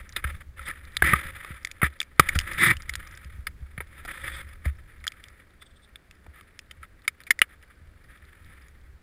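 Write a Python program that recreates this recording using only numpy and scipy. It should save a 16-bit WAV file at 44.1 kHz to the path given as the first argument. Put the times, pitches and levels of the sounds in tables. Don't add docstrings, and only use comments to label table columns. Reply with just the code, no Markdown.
import sys
import numpy as np
from scipy.fft import rfft, irfft, next_fast_len
from scipy.io import wavfile
from scipy.ndimage import uniform_filter1d, map_coordinates

SR = 44100
rng = np.random.default_rng(int(sys.argv[2]) if len(sys.argv) > 2 else 0)


def transcribe(signal):
    frames = np.atleast_2d(signal).T
    limited = np.clip(frames, -1, 1)
    pcm = np.round(limited * 32767).astype(np.int16)
    wavfile.write(sys.argv[1], SR, pcm)


N = 397782
LEAD_S = .03
WALL_RIPPLE = rng.standard_normal(320)
# (time [s], level [dB])
RUSTLE_LEVEL = [(0, -56.5), (0.3, -52.5), (0.52, -73), (0.66, -53), (1.6, -54), (2.15, -62), (2.4, -44),
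                (2.78, -54.5), (3.02, -48.5), (3.3, -56.5), (3.5, -67.5), (4.3, -50.5), (4.8, -66.5),
                (5.15, -56), (5.5, -66), (7.9, -66.5), (8.2, -59), (8.65, -60.5), (8.9, -70.5)]


def amp(db):
    return 10 ** (np.asarray(db) / 20)


def unit(x):
    return x / np.sqrt(np.mean(x ** 2) + 1e-20)


def along(points, hz):
    f, v = np.transpose(points)
    return np.interp(np.log(hz + 1), np.log(f + 1), v)


def curve(rows):
    return np.interp(np.arange(N) / SR, *np.transpose(rows))


def wobble(rate_hz):
    knots = rng.standard_normal(int(N * rate_hz / SR) + 4)
    return map_coordinates(knots, [np.arange(N) * rate_hz / SR])


def add(track, time_s, sound):
    i = round(time_s * SR)
    sound, i = sound[max(-i, 0):], max(i, 0)
    track[i:i + len(sound)] += sound[:len(track) - i]


def causal(gain):
    cepstrum = irfft(np.log(np.maximum(gain, 1e-6)))
    half = len(cepstrum) // 2
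    cepstrum[1:half] *= 2
    cepstrum[half + 1:] = 0
    return np.exp(rfft(cepstrum))


def filtered(x, gain):
    size = 2 * next_fast_len(len(x) * 3 // 5)
    response = causal(gain(np.fft.rfftfreq(size, 1 / SR)))
    return irfft(rfft(x, size) * response, size)[:len(x)]


def noise(spectrum, size=N):
    return unit(filtered(rng.standard_normal(size), lambda hz: amp(along(spectrum, hz))))


def case_gain(hz, ripple_step_hz=75):
    # (centre [Hz], half width [Hz], gain [dB])
    modes = [(338, 57, -17.5), (535, 32, -17), (1298, 90, -6), (1746, 280, -5.5), (1940, 220, -3),
             (2244, 180, -5), (2590, 890, -20.5), (3427, 430, -19), (4916, 290, -28), (7100, 340, -28.5),
             (8485, 460, -24.5), (9780, 310, -16.5), (10280, 250, -17), (13750, 210, -19),
             (13700, 300, -18.5)]
    # (frequency [Hz], spread [dB])
    ripple_depth = [(1200, 0), (3000, 1.5), (8000, 2.5)]
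    power = sum((amp(db) / (1 + ((hz - centre) / width) ** 2)) ** 2 for centre, width, db in modes)
    ripple_db = along(ripple_depth, hz) * map_coordinates(WALL_RIPPLE, [hz / ripple_step_hz])
    return np.sqrt(power) * amp(ripple_db)


def body_rumble():
    # (time [s], level [dB])
    effort = [(0, -48.5), (0.35, -39), (0.52, -50.5), (0.68, -41), (0.87, -52), (1.08, -39), (1.7, -53.5),
              (2.08, -57.5), (2.36, -31), (2.52, -44), (3.02, -45), (4.0, -48), (4.25, -41), (5.4, -57.5),
              (6.65, -58.5), (6.86, -48.5), (7.15, -58.5), (8.56, -50), (9.0, -54)]
    # (frequency [Hz], level [dB])
    spectrum = [(10, -7), (25, 0.5), (45, -2), (70, 4), (95, -5.5), (130, -13.5), (200, -20.5),
                (320, -39.5), (700, -52)]
    lumps = amp(2.5 * wobble(16))
    return amp(curve(effort)) * unit(lumps * noise(spectrum))


def air(level_db=-62.5):
    # (frequency [Hz], level [dB])
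    spectrum = [(40, 1), (150, 1.5), (300, -0.5), (520, -5.5), (900, -13), (1600, -5.5), (3000, -19),
                (4800, -21), (6000, -28), (8000, -26), (10000, -29), (12000, -36), (14000, -27),
                (16000, -33.5)]
    return amp(level_db) * noise(spectrum)


def stroke(length_s, start_db, end_db, grip_s=.0045, release_s=.007):
    t = np.arange(SR // 2) / SR - LEAD_S
    fade = np.maximum(-t, 0) / grip_s + np.maximum(t - length_s, 0) / release_s
    return amp(np.interp(t, [0, length_s], [start_db, end_db])) * np.exp(-fade)


def rubbing_db(brush_sigma_s=.0062):
    # (start [s], length [s], start level [dB], end level [dB])
    drags = [(0.169, 0.029, -35.5, -42.5), (0.271, .04, -40, -42), (0.572, .075, -49.5, -47.5),
             (0.657, 0.045, -39.5, -33), (0.708, 0.057, -45, -56), (1.043, 0.083, -20, -24.5),
             (1.123, 0.18, -29, -43.5), (1.267, 0.3, -48.5, -47), (1.843, 0.024, -27, -29),
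             (2.2, 0.18, -37, -42), (2.469, 0.12, -33, -39.5), (2.582, 0.056, -28.5, -13.5),
             (2.656, 0.061, -20, -18), (3.908, 0.098, -57.5, -46), (4.081, 0.037, -38.5, -37),
             (4.134, 0.282, -44.5, -41), (4.243, 0.037, -31, -40.5), (4.47, 0.073, -47.5, -60.5),
             (4.653, 0.048, -37.5, -51.5), (4.875, 0.035, -57, -57.5), (6.346, 0.052, -56.5, -51),
             (6.831, 0.013, -47.5, -47.5), (7.496, 0.052, -56.5, -57), (8.102, 0.066, -55.5, -60.5),
             (8.5, 0.058, -55.5, -61)]
    # (time [s], peak [dB])
    brushes = [(0.004, -40.5), (0.05, -50), (0.35, -47.5), (0.415, -45.5), (1.268, -40), (1.365, -39),
               (1.965, -49.5), (2.809, -46), (3.0, -45), (3.48, -45.5), (3.82, -47), (4.794, -51),
               (5.052, -51), (5.204, -50), (5.263, -57), (5.307, -58), (5.403, -49.5), (5.624, -48.5),
               (6.48, -57.5), (6.772, -59), (7.051, -52.5), (7.216, -50.5), (7.438, -48), (7.634, -52.5),
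               (7.71, -50.5)]
    power = np.zeros(N)
    for time_s, length_s, start_db, end_db in drags:
        add(power, time_s - LEAD_S, stroke(length_s, start_db, end_db) ** 2)
    swell = np.exp(-.5 * (np.arange(-LEAD_S, LEAD_S, 1 / SR) / brush_sigma_s) ** 2)
    for time_s, db in brushes:
        add(power, time_s - LEAD_S, (amp(db) * swell) ** 2)
    rustle = amp(curve(RUSTLE_LEVEL) + 2 * wobble(45))
    return 10 * np.log10(power + rustle ** 2)


def slips(rate_hz, spread_db):
    happens = rng.random(N) < rate_hz / SR
    return unit(happens * np.sign(rng.standard_normal(N)) * amp(spread_db * rng.standard_normal(N)))


def scrapes():
    # (frequency [Hz], level [dB])
    drone_spectrum = [(50, -29), (90, 2.5), (170, 6), (250, -8.5), (340, 3), (430, -17.5), (800, -46.5),
                      (2000, -64.5)]
    # (frequency [Hz], level [dB])
    hollow_spectrum = [(250, -24), (340, -7), (430, -20.5), (500, -6), (540, 0), (590, -8.5), (700, -20.5),
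                       (1000, -40)]
    # (frequency [Hz], level [dB])
    bite_spectrum = [(1200, -41.5), (1650, -8), (1850, -2), (2020, 2.5), (2150, -10.5), (2270, -1.5),
                     (2450, -17), (3200, -46)]
    rasp_spectrum = [(200, -8), (340, -3), (550, -4.5), (800, 2.5), (1200, 1.5), (2200, -2.5),
                     (4000, -1), (6000, -4), (8000, -1.5), (10000, -1.5), (12000, -6.5), (14000, -2)]
    level_db = rubbing_db()
    grains = unit(slips(rate_hz=3400, spread_db=1.5) + .6 * rng.standard_normal(N))
    grains = unit(grains * amp(3.1 * wobble(130)))
    rasp = unit(filtered(grains, lambda hz: case_gain(hz) * amp(along(rasp_spectrum, hz))))
    hardness = np.clip((level_db + 40) / 24, 0, 1)
    drone = amp(-19 + 6.5 * hardness) * noise(drone_spectrum)
    hollow = amp(-18.5) * (1 - hardness) * noise(hollow_spectrum)
    bite_share = .65 * hardness
    bite = np.sqrt(bite_share) * noise(bite_spectrum)
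    return amp(level_db) * (np.sqrt(1 - bite_share) * rasp + bite + drone + hollow)


def contact(ring_hz, edge_db, fizz_db, knock_db, length_s, squareness, ring_db, tail_db, tail_t60_s):
    size = 4096
    t = np.arange(size) / SR
    hz = np.fft.rfftfreq(size, 1 / SR)
    crush = np.exp(-(t / length_s) ** squareness)
    force = rfft(rng.standard_normal(size) * crush)
    smooth_power = np.abs(uniform_filter1d(np.abs(force) ** 2, size=55))
    force *= causal(1 / np.sqrt(smooth_power + 1e-12))
    tail = rng.standard_normal(size) * amp(-60 * t / tail_t60_s)
    force += amp(tail_db) * rfft(tail / np.linalg.norm(tail))
    tilt = [(600, -9), (1200, 0), (2300, 0),
            (6000, edge_db), (8300, (edge_db + fizz_db) / 2), (10000, fizz_db)]
    peak_db = ring_db / (1 + ((hz - ring_hz) / (.12 * ring_hz)) ** 2)
    ring_gain = case_gain(hz) * amp(along(tilt, hz) + peak_db)
    body = [(60, -31.5), (200, -22.5), (400, -21), (800, -24.5), (2000, -46.5), (6000, -84.5)]
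    knock_gain = amp(knock_db + along(body, hz))
    taper = 1 - (t / t[-1]) ** 2
    sound = irfft(force * causal(np.hypot(ring_gain, knock_gain))) * taper
    return sound / np.linalg.norm(sound) * np.sqrt(SR / 100)


def ticks(rate_hz=4.5, offset_db=-11, range_db=7, ring_hz=4000, ring_spread=.34, edge_db=28):
    when, strength, pitch = rng.random((round(rate_hz * N / SR), 3)).T
    times_s = when * N / SR
    levels_db = np.interp(times_s, *np.transpose(RUSTLE_LEVEL)) + offset_db + range_db * strength
    rings_hz = ring_hz * (1 + ring_spread * (2 * pitch - 1))
    return [(time_s, db, hz, edge_db) for time_s, db, hz in zip(times_s, levels_db, rings_hz)]


def clinks():
    # (time [s], level over 10 ms [dB], ring [Hz], 6 kHz edge [dB])
    touches = [(0.0923, -49.5, 6160, 23), (0.1245, -51, 4040, 46), (0.628, -59, 4000, 32),
               (0.852, -57.5, 4050, 39), (0.968, -24.5, 3850, 15), (1.6488, -28.5, 2170, 35),
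               (1.672, -39, 2010, 21), (1.7143, -40, 2475, 30), (2.0027, -25, 3380, 31),
               (2.015, -31, 2560, 14), (2.0295, -43, 2340, 36), (2.389, -23, 2750, 28.5),
               (2.401, -34, 2050, 27), (2.4112, -42, 3000, 29), (2.534, -45.5, 1190, 34),
               (2.7685, -41.5, 2850, 25), (2.8214, -47.5, 1380, 37), (2.9375, -36.5, 4150, 9),
               (2.9544, -32, 1000, 25), (3.0734, -53.5, 1000, 58), (3.1125, -59, 1000, 41),
               (3.151, -57, 1000, 53), (3.1745, -46, 1530, 20), (3.246, -51, 2720, 24),
               (5.0412, -42.5, 2100, 24), (5.0684, -31, 1555, 27), (5.0782, -26.5, 3260, 28),
               (5.12, -45.5, 2470, 23.5), (5.2397, -46, 3060, 24.5), (5.2843, -52.5, 2180, 32.5),
               (5.9578, -43, 3570, 5), (6.111, -50.5, 2580, 30), (6.4103, -50, 1150, 9),
               (6.5912, -41, 2616, 30), (6.8305, -41.5, 1330, 3), (7.02, -63, 4230, 22),
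               (7.204, -48.5, 5450, 1.5), (7.2365, -54, 4200, 18), (7.3911, -28.5, 2000, 24.5),
               (7.6269, -59.5, 2780, 27.5), (8.6836, -57, 6370, 11)]
    # (6 kHz edge [dB], 10 kHz fizz [dB])
    fizz_by_edge = [(0, 1), (25, 5)]
    track = np.zeros(N)
    for time_s, db, ring_hz, edge_db in touches + ticks():
        fizz_db = np.interp(edge_db, *np.transpose(fizz_by_edge))
        clink = contact(ring_hz, edge_db, fizz_db, knock_db=-1.5, length_s=.0014,
                        squareness=1.7, ring_db=16, tail_db=-8.5, tail_t60_s=.013)
        add(track, time_s, amp(db) * clink)
    return track


def strikes():
    # (time [s], level over 10 ms [dB], ring [Hz], 6 kHz edge [dB],
    # 10 kHz fizz [dB], knock [dB], length [s])
    blows = [(0.1628, -26, 3740, 8.5, 4, 5.5, 0.0089), (0.241, -26, 1370, -5, 1.5, 2, 0.011),
             (0.593, -38, 1380, 0, 3, -8, 0.0037), (0.711, -35, 1720, 6, 6, 4, 0.0025),
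             (1.022, -13, 1610, -2, 4, 16.5, 0.0051), (1.1339, -13, 1210, -14, 1, 4.5, 0.0054),
             (1.447, -38, 1210, 2, -3, 9, 0.0029), (1.8167, -23.5, 970, -15, -2, 1, 0.0067),
             (1.829, -17.5, 1190, -18, 4, 10.5, 0.0071), (1.837, -22.5, 1700, -4, 4, -12, 0.013),
             (2.1956, -5, 1157, 5.5, 0.5, 8, 0.004), (2.2885, -20, 2110, 16.5, 6, -1, 0.005),
             (2.353, -28, 1430, 14, 2, 13, 0.015), (2.6323, -16.5, 2040, 1, 12.5, -20, 0.027),
             (2.8937, -28, 2080, 22.5, 6, -2, 0.0057), (3.4687, -28, 4840, 0, 0.5, -24.5, 0.0054),
             (3.778, -35, 4340, -20, -1, 4.5, 0.0067), (3.8043, -32, 945, -12, 0, 12, 0.008),
             (4.05, -38.5, 1360, 15.5, 4.5, 19.5, 0.013), (4.654, -33, 2010, 12, 5, 21.5, 0.0094),
             (6.2644, -50.5, 1360.0, 11, 4, 30, 0.0047), (6.711, -42, 3080, 18.5, 2.5, 4.5, 0.0048),
             (7.0787, -19.0, 2205, 17, 6, -8.5, 0.0029), (7.2672, -41.5, 2220, 12, 6, 6, 0.015),
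             (7.3063, -12.5, 1980, 16, 6.5, -2, 0.0068), (7.4169, -10.5, 2840, 3.5, 2, 1, 0.0021)]
    track = np.zeros(N)
    for time_s, db, ring_hz, edge_db, fizz_db, knock_db, length_s in blows:
        crack = contact(ring_hz, edge_db, fizz_db, knock_db, length_s,
                        squareness=3.8, ring_db=14, tail_db=-7.5, tail_t60_s=.032)
        add(track, time_s, amp(db) * crack)
    return track


def jolts(mount_hz=70, mount_t60_s=.17, attack_s=.0084, shell_hz=150, shell_t60_s=.035):
    # (time [s], swing gain [dB], shell knock gain [dB])
    bumps = [(0.246, -17.5, -31), (1.025, -15.5, -38), (1.133, -17.5, -11), (1.255, -32, -34),
             (1.506, -29.5, -28.5), (1.831, -15.5, -11.5), (2.196, -21.5, -5.5), (2.358, -13.5, -19),
             (2.723, -24.5, -37), (2.885, -32, -45), (3.254, -29, -42), (3.385, -30, -45),
             (3.619, -26.5, -42.5), (3.781, -26, -28), (4.445, -32, -52.5), (4.661, -11, -28),
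             (6.279, -33.5, -48.5), (6.787, -35, -56), (7.814, -38, -51)]
    track, t = np.zeros(N), np.arange(SR // 3) / SR
    onset = 1 - np.exp(-t / attack_s)
    swing = -np.sin(2 * np.pi * mount_hz * t) * amp(-60 * t / mount_t60_s) * onset
    knock = np.sin(2 * np.pi * shell_hz * t) * amp(-60 * t / shell_t60_s)
    for time_s, swing_db, knock_db in bumps:
        add(track, time_s, amp(swing_db) * swing + amp(knock_db) * knock)
    return track


def nylon_slides():
    # (start [s], length [s], start level [dB], end level [dB], pitch [Hz])
    slides = [(0.657, 0.0065, -47, -41, 3500), (2.586, 0.1, -39, -31.5, 3520),
              (4.091, 0.321, -59, -50.5, 3450), (5.615, 0.0092, -56, -51, 3510),
              (5.66, .008, -63.5, -60, 3430), (5.706, 0.0066, -63, -60, 3470),
              (5.764, 0.0087, -63, -61, 3500), (5.823, 0.027, -64, -62, 3600)]
    # (frequency [Hz], level [dB])
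    weave = [(1500, -35), (3000, -22), (3350, -4), (3520, 0), (3720, -5), (4150, -22), (5100, -18),
             (6100, -34), (8000, -22), (8550, -7), (9100, -20), (11000, -45)]
    base_hz = 3520
    track = np.zeros(N)
    for time_s, length_s, start_db, end_db, pitch_hz in slides:
        envelope = stroke(length_s, start_db, end_db)
        spectrum = [(hz * pitch_hz / base_hz, db) for hz, db in weave]
        add(track, time_s - LEAD_S, envelope * noise(spectrum, size=len(envelope)))
    flutter = amp(3 * wobble(40))
    return flutter * track


def scene():
    return (strikes() + clinks() + jolts() + scrapes() + nylon_slides() + body_rumble() + air())[None]


def record(dry):
    limit_hz = 15750
    saturated = dry / (1 + np.abs(dry) ** 6) ** (1 / 6)
    hz = np.fft.rfftfreq(N, 1 / SR)
    return irfft(rfft(saturated) / np.sqrt(1 + (hz / limit_hz) ** 120), N)


dry = scene()
out = record(dry)
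transcribe(out)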